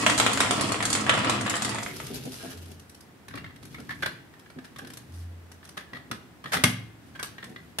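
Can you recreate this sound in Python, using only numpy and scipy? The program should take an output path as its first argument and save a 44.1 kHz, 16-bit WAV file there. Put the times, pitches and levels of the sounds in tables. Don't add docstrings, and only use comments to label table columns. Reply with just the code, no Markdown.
import sys
import numpy as np
from scipy import signal
from scipy.fft import rfft, irfft, next_fast_len
from scipy.io import wavfile
from scipy.ndimage import uniform_filter1d, map_coordinates

SR = 44100
rng = np.random.default_rng(int(sys.argv[2]) if len(sys.argv) > 2 else 0)


def inscribe(sig):
    pcm = np.round(np.clip(np.atleast_2d(sig).T, -1, 1) * 32767)
    wavfile.write(sys.argv[1], SR, pcm.astype(np.int16))


N = 343980
TIME = np.arange(N) / SR
HIT = TIME[:SR // 4]

# time in seconds, strength in dB.
ROLLING_STRENGTH = [(0, 1), (.3, 0), (.65, 1.5), (0.851, -4), (1.302, 2), (1.55, -7), (1.77, -6),
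                    (1.9, -27)]
# frequency in Hz, relative level in dB, t60 in seconds.
TRACK_MODES = [(497, 3, 0.028), (670, 3.5, 0.02), (976, -13, 0.034), (1192, 3.5, 0.019),
               (1343, -0.5, 0.022), (1700, -17, 0.0097), (1930, -1.5, 0.018), (2530, -12, 0.0276),
               (3554, 2.5, 0.007)]
# frequency in Hz, relative level in dB, t60 in s.
RAIL_MODES = [(715, 1, 0.22), (990, 6.5, 0.078), (1142, 0, 0.18), (1380, -7, 0.1), (1630, 4.5, 0.065),
              (1895, -1.5, 0.19), (3165, -13, 0.29), (3370, -6, 0.19)]
# frequency in Hz, relative level in dB.
GLASS_SPECTRUM = [(3000, -2), (4500, 4.5), (5800, 2.5), (7400, 6), (9600, 1), (10400, -6), (12100, -8),
                  (13500, -68.5)]
# frequency in Hz, relative level in dB.
THUMP_SPECTRUM = [(25, -53), (60, -7), (130, 8.5), (240, 5), (480, -4), (800, -4), (1500, -87)]
DRONE_FOLLOWS = 0.66


def amp(db):
    return 10 ** (np.asarray(db) / 20)


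def unit(x):
    return x / np.sqrt(np.mean(x ** 2) + 1e-20)


def crest(x):
    power = uniform_filter1d(x ** 2, size=132)
    return x / np.sqrt(power.max(axis=-1, keepdims=True) + 1e-20)


def along(points, hz):
    f, v = np.transpose(points)
    return np.interp(np.log(hz + 1), np.log(f + 1), v)


def add(track, s, x):
    start = max(round(s * SR), 0)
    part = track[:, start:start + x.shape[-1]]
    part += x[..., :part.shape[-1]]


def colour(x, spectrum):
    n = x.shape[-1]
    m = next_fast_len(n + 2048)
    gain = amp(along(spectrum, np.fft.rfftfreq(m, 1 / SR)))
    return unit(irfft(rfft(x, m) * gain, m)[..., :n])


def noise(size):
    return rng.standard_normal((2, size))


def grains(rate, spread_db, size):
    strength = amp(spread_db * np.clip(rng.standard_normal(size), -2, 2))
    hits = (rng.random(size) < rate / SR) * strength
    envelope = signal.fftconvolve(hits, np.hanning(32))[:size]
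    return unit(envelope * noise(size))


def ringing(modes):
    longest = max(t60 for _, _, t60 in modes)
    t = TIME[:int(SR * min(longest, 1))]
    out = np.zeros((2, len(t)))
    for hz, db, t60 in modes:
        offset = rng.choice([-1, 1]) * rng.uniform(1 / 8, 3 / 8)
        phase = rng.random() + np.array([[0], [offset]])
        decay = amp(db + rng.standard_normal() - 60 * t / t60)
        out += decay * np.sin(2 * np.pi * (hz * t + phase)) * (1 - np.exp(-t * hz))
    return out


def resonate(x, modes):
    return unit(signal.fftconvolve(x, ringing(modes), axes=1)[:, :x.shape[-1]])


def bounce(x, echo=0.52):
    lags = rng.uniform(SR / 5000, SR / 1200, 2).astype(int)
    return x + echo * np.array([np.roll(channel, lag) for channel, lag in zip(x, lags)])


def burst(spectrum, hold, t60):
    shape = amp(-60 * np.maximum(HIT - hold, 0) / t60) * (1 - np.exp(-HIT / 0.00042))
    return crest(colour(bounce(noise(len(HIT))), spectrum) * shape)


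def tap(spectrum, hold, t60, front_db):
    shape = amp(-60 * np.maximum(HIT - hold, 0) / t60) * (1 - np.exp(-HIT / 0.0015))
    force = noise(len(HIT)) * shape
    force /= np.linalg.norm(force, axis=1, keepdims=True)
    force[[0, 1], rng.integers(0, SR // 2500, 2)] += amp(front_db)
    log_gain = np.log(amp(along(spectrum, np.fft.rfftfreq(len(HIT), 1 / SR))))
    fold = irfft(log_gain, len(HIT))
    response = np.exp(rfft(2 * fold[:len(HIT) // 2], len(HIT)) - fold[0])
    return crest(irfft(rfft(bounce(force)) * response, len(HIT)))


def knock(spectrum, modes, hold, t60, ring_db, front_db):
    x = tap(spectrum, hold, t60, front_db)
    ring = ringing(modes)
    build_up = 1 - np.exp(-2 * TIME[:ring.shape[1]] / hold)
    add(x, 0, amp(ring_db) * crest(ring * build_up))
    return crest(x)


def push(hz):
    cycles = np.minimum(HIT * hz, 1)
    return np.sin(2 * np.pi * cycles) * np.sin(np.pi * cycles)


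def swell(s, rise, hold, fade_db_per_s):
    age = TIME - s
    return np.sin(np.pi / 2 * np.clip(age / rise, 0, 1)) * amp(-fade_db_per_s * np.maximum(age - hold, 0))


def wobble(rate):
    return map_coordinates(rng.standard_normal(int(N * rate / SR) + 4), [TIME * rate])


def scattered(start, end, rate, db, bright_db, hz, spread_pitch=0.13):
    slots = np.arange(start, end - 1 / rate, 1 / rate)
    when, pitch = rng.uniform(-1, 1, (len(slots), 2)).T
    times = slots + (when + 1) / 2 / rate
    pitches = hz * np.exp(2 * spread_pitch * pitch)
    return [(s, db, bright_db, note) for s, note in zip(times, pitches)]


def room(x, early_db, tail_db, early_t60):
    # frequency in Hz, t60 in seconds.
    room_decay = [(100, 0.5), (300, 0.5), (1000, 0.43), (3000, 0.49), (8000, 0.32), (14000, 0.32)]
    out = np.zeros((2, N))
    hz, t, z = signal.stft(noise(SR * 3 // 4), SR, nperseg=256)
    fade = amp(-60 * t / along(room_decay, hz)[:, None])
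    for start in range(0, N, SR // 3):
        part = x[:, start:start + SR // 3]
        if np.abs(part).max() < 1e-6:
            continue
        diffuse = rng.standard_normal(z.shape) + 1j * rng.standard_normal(z.shape)
        tail = signal.istft(fade * diffuse, nperseg=256)[1]
        age = TIME[:tail.shape[1]]
        early = noise(len(age)) * amp(-60 * age / early_t60) * (age > .003)
        late = tail * (1 - np.exp(-age / 0.0033))
        paths = amp(tail_db) * unit(late) + amp(early_db) * unit(early)
        add(out, start / SR, signal.fftconvolve(part, paths / np.sqrt(len(age)), axes=1))
    return out


def under_way(x):
    wet = room(x, early_db=-3, tail_db=-2, early_t60=.07)
    return np.roll(x + wet, -SR // 2, axis=1)


def rolling_db():
    s, db = np.transpose(ROLLING_STRENGTH)
    return np.interp(TIME, s, db) - 300 * np.maximum(TIME - s[-1], 0)


def marble_hits(piece_db=8, piece_t60=0.021):
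    # start in seconds, blow level in dB, glass click in dB relative to the blow
    # (before a small trim), pitch of the struck piece in Hz.
    marble_blows = [(0.045, -32, -17, 1440), (0.0642, -5.5, -15.5, 1370), (0.098, -13, -9.5, 1270),
                    (0.178, -22, 0, 1020), (0.185, -28.5, 6, 1110), (0.1994, -6.5, -12.5, 1340),
                    (0.264, -7.5, -16, 1380), (0.332, -21.5, -2.5, 1140), (0.374, -15.5, -11, 1520),
                    (0.4043, -9, -10, 1340), (0.447, -17, -17, 1410), (0.488, -28, -9, 1230),
                    (0.509, -11, -11, 1315), (0.61, -17.5, -6, 1340), (0.688, -38, 4, 1399),
                    (0.72, -17.5, -7.5, 1300), (0.744, -18.5, -23, 1280), (0.805, -16.5, -22, 1750),
                    (0.826, -16.5, -11, 1560), (0.853, -23.5, 2, 1320), (0.902, -32, 8.5, 1700),
                    (0.929, -28, 9.5, 905), (0.951, -16.5, -6.5, 1380), (1.01, -29, -2.5, 1270),
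                    (1.065, -16, -21, 1760), (1.0852, -21, -27, 905), (1.0944, -4.5, -19.5, 1310),
                    (1.138, -15.5, -18, 1150), (1.15, -18, -20, 990), (1.176, -19, -16, 1390),
                    (1.19, -25, -8, 1360), (1.205, -33, -18, 1160), (1.2456, -15, -18, 1280),
                    (1.2965, -12, -10, 1220), (1.41, -23, -8.5, 1390), (1.463, -18, -16.5, 1730),
                    (1.479, -17.5, -36, 1740), (1.497, -26.5, 1.5, 1380), (1.506, -18.5, -27, 2000),
                    (1.54, -15.5, -24, 1740), (1.554, -24, -5.5, 1440), (1.566, -22.5, -7, 1200),
                    (1.621, -22.5, -2.5, 1190), (1.648, -19.5, -5.5, 1000), (1.693, -24.5, -5, 1140),
                    (1.731, -38, -24, 1510), (1.746, -24, -8.5, 880), (1.757, -24, -27, 1690),
                    (1.785, -21, -15.5, 1890), (1.831, -35, 2, 1510), (1.863, -22, -24, 2130),
                    (2.001, -26, -16, 1310)]
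    # frequency in Hz, relative level in dB.
    clack_spectrum = [(40, -60), (200, -27), (600, 3), (1300, 3), (2100, 5.5), (3000, -6.5), (4800, -36.5),
                      (9000, -16.5), (13500, -65)]
    # frequency in Hz, relative level in dB.
    edge_spectrum = [(1200, -11.5), (2200, -3), (3000, 12), (3600, 10.5), (4100, 3.5), (5600, -72)]
    # frequency in Hz before scatter, relative level in dB, t60 in s.
    chute_modes = [(3500, -3, 0.02), (4480, -5, 0.02), (6900, -1, 0.02), (7890, -1, 0.02), (8735, -2, 0.02),
                   (9700, -3, 0.02)]
    edge_db, hardening = -9.5, 0.37
    ring_0_db, ring_softens = -8, 0.2
    rail_db, shove_db = -22, -8
    landing_db = -36
    small = scattered(0, ROLLING_STRENGTH[-1][0], rate=16, db=-30.5, bright_db=-13.5, hz=1260)
    out, busy_db = np.zeros((2, N)), rolling_db()
    for s, db, click_db, hz in marble_blows + small:
        wood = amp(-6.5) * knock(clack_spectrum, TRACK_MODES + [(hz, piece_db, piece_t60)], hold=0.00099,
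                                 t60=0.026, ring_db=ring_0_db - ring_softens * db, front_db=4)
        edge = amp(edge_db + hardening * db) * tap(edge_spectrum, hold=0.0023, t60=0.023, front_db=1)
        size = np.exp(0.0593 * rng.standard_normal())
        chute = [(f * size, level, t60) for f, level, t60 in chute_modes]
        click = knock(GLASS_SPECTRUM, chute, hold=.0025, t60=.024, ring_db=-5, front_db=-4)
        add(out, s, amp(db) * (wood + edge + amp(click_db + 0.5) * click))
        add(out, s, amp(db + shove_db) * push(hz))
        add(out, s, amp(db + rail_db) * crest(ringing(RAIL_MODES)))
        thump_db = landing_db + DRONE_FOLLOWS * busy_db[round(s * SR)]
        add(out, s, amp(thump_db) * burst(THUMP_SPECTRUM, hold=0.0034, t60=0.041))
    return out + room(out, early_db=-6.0, tail_db=-1.5, early_t60=0.046)


def marble_roll():
    # frequency in Hz, relative level in dB.
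    rattle_spectrum = [(150, -25), (250, 5.5), (307, 11.5), (393, -1), (686, -1), (888, 0.5), (1340, 4.5),
                       (1470, -13.5), (1880, -4.5), (2470, -1.5), (3190, -7), (5500, -13), (7150, -62),
                       (12100, -120)]
    # frequency in Hz, relative level in dB, t60 in seconds.
    tower_modes = [(101.5, -7, 0.51), (114.4, 2.5, 0.28), (208.7, 2.5, 0.19), (263, 1.5, 0.15),
                   (302.7, -1, 0.084)]
    rattle_db, drone_db, fizz_db = -34, -31.5, -39
    fizz_fade = 9
    strength_db = rolling_db()
    taps = grains(rate=170, spread_db=2, size=N)
    ticks = grains(rate=400, spread_db=2, size=N)
    body = amp(-6) * resonate(taps, TRACK_MODES) + amp(-14) * resonate(taps, RAIL_MODES)
    wood = unit(colour(taps, rattle_spectrum) + body)
    fizz = colour(ticks, GLASS_SPECTRUM)
    drone = unit(resonate(noise(N), tower_modes) + amp(-7.5) * colour(noise(N), THUMP_SPECTRUM))
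    return (amp(rattle_db + strength_db) * under_way(wood)
            + amp(fizz_db + strength_db - fizz_fade * TIME) * under_way(fizz)
            + amp(drone_db + DRONE_FOLLOWS * strength_db) * drone)


def background(hum_hz=86, floor_db=-51):
    # start in seconds, held until seconds after the start, rms level in dB.
    hum_swells = [(2.51, 0.097, -41.5), (5.07, 0.19, -37.5)]
    # frequency in Hz, relative level in dB.
    quiet_spectrum = [(15, -51), (25, -51.5), (69, -7), (122, -7.5), (267, -9), (322, -10), (598, -21),
                      (648, -18), (1170, -23), (1340, -23), (1800, -23), (2420, -28), (6730, -37.5),
                      (8130, -37), (15500, -41.5)]
    level = sum(amp(db) * swell(s, rise=0.16, hold=held, fade_db_per_s=59) for s, held, db in hum_swells)
    hum = level * np.sqrt(2) * np.sin(2 * np.pi * hum_hz * TIME)
    return hum + amp(floor_db) * colour(noise(N), quiet_spectrum)


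def truck_roll():
    # start in s, pushed for s, then coasts for s, wheel rumble in dB, axle whirr in dB
    truck_moves = [(1.78, 0.26, 0.65, -44, -44.5), (3.27, 0.073, 0.13, -46.5, -75),
                   (3.6, 0.41, 0.12, -48.5, -60.5), (4.7, 0.067, 0.47, -49.5, -62),
                   (5.9, 0.26, 0.157, -54, -83), (6.5, 0.23, 0.12, -47.5, -66.5),
                   (7.0, 0.55, 0.13, -54.5, -66.5)]
    # start in seconds, thud in dB, hollow knock
    # in dB, pitch of the knock in Hz.
    truck_bumps = [(2.103, -44, -30.5, 400), (2.251, -42.5, -32.5, 460), (2.434, -40.5, -35.5, 690),
                   (2.535, -57, -42, 300), (2.688, -47, -46, 270), (3.334, -38, -58, 300),
                   (3.781, -47, -41, 300), (4.56, -41, -39.5, 340), (4.813, -44.5, -44, 310),
                   (5.925, -41, -52, 300), (6.104, -37, -41.5, 277), (6.442, -43.5, -62, 350),
                   (6.54, -34, -35.5, 800), (6.564, -56, -34, 480), (6.682, -46, -35, 260),
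                   (7.465, -52, -45.5, 480), (7.5, -47.5, -44, 330)]
    # delay in seconds, level in dB relative to the hollow knock.
    axle_jolts = [(0, -3), (0.013, -3.5), (0.024, -2.5)]
    # frequency in Hz, relative level in dB, t60 in seconds.
    chassis_modes = [(256.6, -6, 0.21), (434, -4, 0.033), (732, -10.5, 0.027)]
    # frequency in Hz, relative level in dB.
    whirr_spectrum = [(240, -7), (400, 4.5), (623, -9.5), (1020, -21), (1560, -11.5), (1960, -17),
                      (2710, -9), (6580, -13.5), (7210, -17.5), (12100, -13.5), (15500, -39.5)]
    # frequency in Hz, relative level in dB.
    wheel_spectrum = [(35, -57), (60, 5.5), (134, 14.5), (199, 6), (247, 12), (325, 3.5), (385, -15),
                      (768, -34), (900, -39), (1170, -48), (1980, -120)]
    start_s, coast_fade, brake_fade = 0.02, 15, 101
    rumble, whirr, jolts = np.zeros(N), np.zeros(N), np.zeros((2, N))
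    for s, pushed, coasts, rumble_db, whirr_db in truck_moves:
        coasting = swell(s, start_s, pushed, coast_fade)
        speed = coasting * swell(s, start_s, pushed + coasts, brake_fade)
        rumble += amp(rumble_db) * speed
        whirr += amp(whirr_db) * speed
    ticks = amp(2.5 * wobble(45)) * grains(rate=300, spread_db=3, size=N)
    out = amp(-2.0) * whirr * colour(ticks, whirr_spectrum)
    out += amp(-3.0) * rumble * colour(noise(N), wheel_spectrum)
    for s, thud_db, hollow_db, hz in truck_bumps:
        add(out, s, amp(thud_db) * burst(THUMP_SPECTRUM, hold=0.021, t60=0.064))
        for delay, db in axle_jolts:
            hollow = crest(ringing(chassis_modes + [(hz, 2, 0.025)]))
            add(jolts, s + delay, amp(hollow_db + db) * hollow)
    return out + jolts + room(out + amp(-12) * jolts, early_db=0.5, tail_db=-0.5, early_t60=0.054)


def truck_handling(panel_db=6, panel_t60=0.025, softness=0.82, most_ring_db=5):
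    # start in seconds, level in dB, snap in dB relative to it, touched panel's
    # pitch in Hz (shell and snap are then trimmed a little).
    shell_clicks = [(1.965, -49.5, 16, 1460), (2.067, -44.5, 11, 1290), (2.18, -45, -2, 1520),
                    (2.254, -50, 14, 1430), (2.658, -50, 3, 1477), (3.283, -37, -5, 1770),
                    (3.309, -40, -17, 1600), (3.339, -33, -41, 1120), (3.355, -37, -5, 2380),
                    (3.374, -31.5, -26, 1800), (3.381, -35, -23, 2760), (3.443, -33.5, -26, 2120),
                    (3.462, -37.5, -29, 1740), (3.505, -43.5, -30, 1990), (3.561, -45.5, -5, 2050),
                    (3.629, -44, -3.5, 2080), (3.653, -49.5, 8, 1290), (3.745, -33.5, -14, 2180),
                    (3.783, -39.5, -25, 1350), (3.801, -46, 3, 1580), (4.024, -22.5, -16.5, 1660),
                    (4.031, -18.5, -21.5, 1560), (4.0604, -19, -12.5, 1606), (4.338, -43.5, -20, 1820),
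                    (4.395, -49, 0.5, 1280), (4.46, -45.5, -29, 1690), (4.501, -43, -9, 1460),
                    (4.587, -38, -16, 1660), (4.761, -37, -12, 1140), (4.786, -40, 1, 2330),
                    (4.791, -32, -19, 1593), (5.517, -44.5, 1, 1670), (5.629, -43, -28, 1770),
                    (5.651, -46.5, 3, 1590), (5.691, -44.5, 4, 1960), (5.77, -36, -11, 1295),
                    (5.775, -26.5, -13, 1750), (5.933, -31, -25.5, 1940), (5.969, -35.5, -18, 1960),
                    (6.1134, -23, -9.5, 1260), (6.441, -33.5, -14, 1090), (6.458, -27.5, -31, 1800),
                    (6.524, -28, -3, 1720), (6.539, -19, -10, 780), (6.569, -20, -12, 2000),
                    (6.6379, -10.5, 0, 1486), (6.64, -11.5, -14, 2120), (7.196, -40.5, 2.5, 1660),
                    (7.229, -27, 1, 1120), (7.382, -33.5, -28, 1880), (7.405, -47, -20, 1560),
                    (7.428, -31.5, -30, 1810), (7.442, -36.5, -3.5, 3430), (7.496, -55, 3.5, 1500),
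                    (7.561, -32.5, -30, 2000), (7.786, -21.5, -1, 1060)]
    # start in s, level in dB, relative snap in dB, pitch in Hz.
    axle_ticks = [(4.848, -39, -10, 1520), (4.872, -41, -1.5, 1800), (4.903, -39.5, -3, 1880),
                  (4.936, -48.5, 11, 1660), (4.972, -43, 7.5, 2040)]
    # from seconds, to seconds, level in dB, relative snap in dB.
    jiggle_spells = [(2.151, 3.083, -53.5, 9.5), (3.683, 3.88, -47, -20), (5.578, 5.749, -51, -1)]
    # start in seconds, length in seconds before it dies away,
    # shell level in dB, hiss in dB above the shell, rubbed panel's pitch in Hz.
    plastic_scrapes = [(2.315, 0.055, -57.5, 11, 1490), (2.393, 0.14, -50.5, -1.5, 1630),
                       (3.348, 0.037, -49.5, -13, 1700), (3.889, 0.03, -32.5, -23, 1764),
                       (4.64, 0.013, -49.5, -6.5, 1640), (5.12, 0.12, -72, 13, 1690),
                       (5.778, 0.034, -49, -12, 1820),  (5.944, 0.023, -42, -25, 1850),
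                       (6.468, 0.078, -54.5, -6, 1880), (6.518, 0.045, -31, -10.5, 1730),
                       (6.531, 0.014, -27, -4, 1280), (7.149, 0.0126, -42, -20, 1630),
                       (7.19, 0.01, -34, -34, 1630), (7.232, 0.03, -49.5, 4, 1650)]
    # frequency in Hz, relative level in dB, t60 in seconds.
    shell_modes = [(1116, -1.5, 0.017), (1300, 4, 0.012), (1592, -6.5, 0.024), (1755, -17.5, 0.049),
                   (1950, -1.5, 0.019), (2300, -4, 0.016), (2796, -12, 0.02), (3320, -8.5, 0.022)]
    # frequency in Hz, relative level in dB, t60 in s.
    bed_modes = [(1260, 0, 0.074), (1630, 2, 0.12), (1720, 0, 0.25), (1890, -4, 0.15), (2430, -15, 0.37),
                 (2930, -9, 0.12), (3510, -12, 0.068), (4200, -4, 0.11)]
    # frequency in Hz, relative level in dB.
    crack_spectrum = [(40, -35), (200, -15.5), (500, 1), (850, 0.5), (1250, 4.5), (2000, 2.5), (2500, -1.5),
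                      (3800, -1), (5500, -12), (8000, -24)]
    # frequency in Hz, relative level in dB.
    plastic_spectrum = [(2000, -2), (3600, -1), (5500, 4.5), (7300, -2), (8800, 3), (11000, 1.5),
                        (13500, -5.5), (16000, -43.5)]
    front_db = -5
    bed_db, thump_db = -19, -14
    crackle_db, harshness = 2, 0.44
    out = np.zeros((2, N))
    jiggles = []
    for start, end, db, snap_db in jiggle_spells:
        jiggles += scattered(start, end, rate=12, db=db, bright_db=snap_db, hz=1760)
    for s, db, snap_db, hz in shell_clicks + axle_ticks + jiggles:
        ring_db = min(-8.0 - softness * snap_db, most_ring_db)
        shell = knock(crack_spectrum, shell_modes + [(hz, panel_db, panel_t60)], hold=0.0055, t60=0.014,
                      ring_db=ring_db, front_db=front_db)
        snap = amp(snap_db - 3.5) * tap(plastic_spectrum, hold=0.0045, t60=0.012, front_db=front_db)
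        thump = amp(thump_db) * burst(THUMP_SPECTRUM, hold=0.0067, t60=0.025)
        add(out, s, amp(db) * (amp(-4) * shell + snap + thump))
        add(out, s, amp(db + bed_db) * crest(ringing(bed_modes)))
    for s, length, db, hiss_db, hz in plastic_scrapes:
        stroke = np.clip(HIT / 0.004, 0, 1) * amp(-60 * np.maximum(HIT - length, 0) / 0.059)
        slips = grains(rate=1500, spread_db=2, size=len(HIT))
        crackle = amp(crackle_db + harshness * hiss_db) * colour(slips, crack_spectrum)
        shell = unit(resonate(slips, shell_modes + [(hz, 7, .028)]) + crackle)
        hiss = amp(hiss_db) * colour(slips, plastic_spectrum)
        add(out, s, amp(db) * stroke * (shell + hiss))
    return out + room(out, early_db=-6.5, tail_db=-8.5, early_t60=0.18)


def table_boom(push_hz=140):
    # start in seconds, push in dB, gain of the ring in dB.
    tailgate_slap = (6.6395, -9.5, -30.5)
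    # frequency in Hz, relative level in dB, t60 in seconds.
    table_modes = [(87.5, -1, 0.6), (110.6, 5.5, 0.82), (130.9, 2.5, 0.66), (178, 3, 0.52), (208.4, 3, 0.3),
                   (245, 8, 0.33), (300, -2, 0.22)]
    out, t = np.zeros((2, N)), TIME[:SR]
    s, push_db, ring_db = tailgate_slap
    ring = sum(amp(db - 60 * t / t60) * np.sin(2 * np.pi * hz * t) for hz, db, t60 in table_modes)
    add(out, s, amp(push_db) * push(push_hz))
    add(out, s, amp(ring_db) * ring * (1 - np.exp(-t / 0.003)))
    return signal.sosfilt(signal.butter(4, 110, "high", fs=SR, output="sos"), out)


def scene():
    # frequency in Hz, gain of the side signal in dB.
    stereo_width = [(30, -15), (70, -1.5), (120, -15.5), (220, -9.5), (400, -4.5), (800, -2.5),
                    (1500, -0.5), (12000, 0)]
    marbles = marble_hits() + marble_roll()
    truck = truck_roll() + truck_handling() + table_boom()
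    left, right = marbles + background() + truck
    mid = (left + right) / 2
    side_gain = amp(along(stereo_width, np.fft.rfftfreq(N, 1 / SR)))
    side = irfft(rfft((left - right) / 2) * side_gain, N)
    return np.array([mid + side, mid - side])


def record(dry):
    top_hz = 15700
    x = signal.sosfilt(signal.butter(2, 40, "high", fs=SR, output="sos"), dry)
    m = next_fast_len(N + SR // 4)
    in_band = np.fft.rfftfreq(m, 1 / SR) < top_hz
    return irfft(rfft(np.clip(x, -1, 1), m) * in_band, m)[:, :N]


dry = scene()
out = record(dry)
inscribe(out)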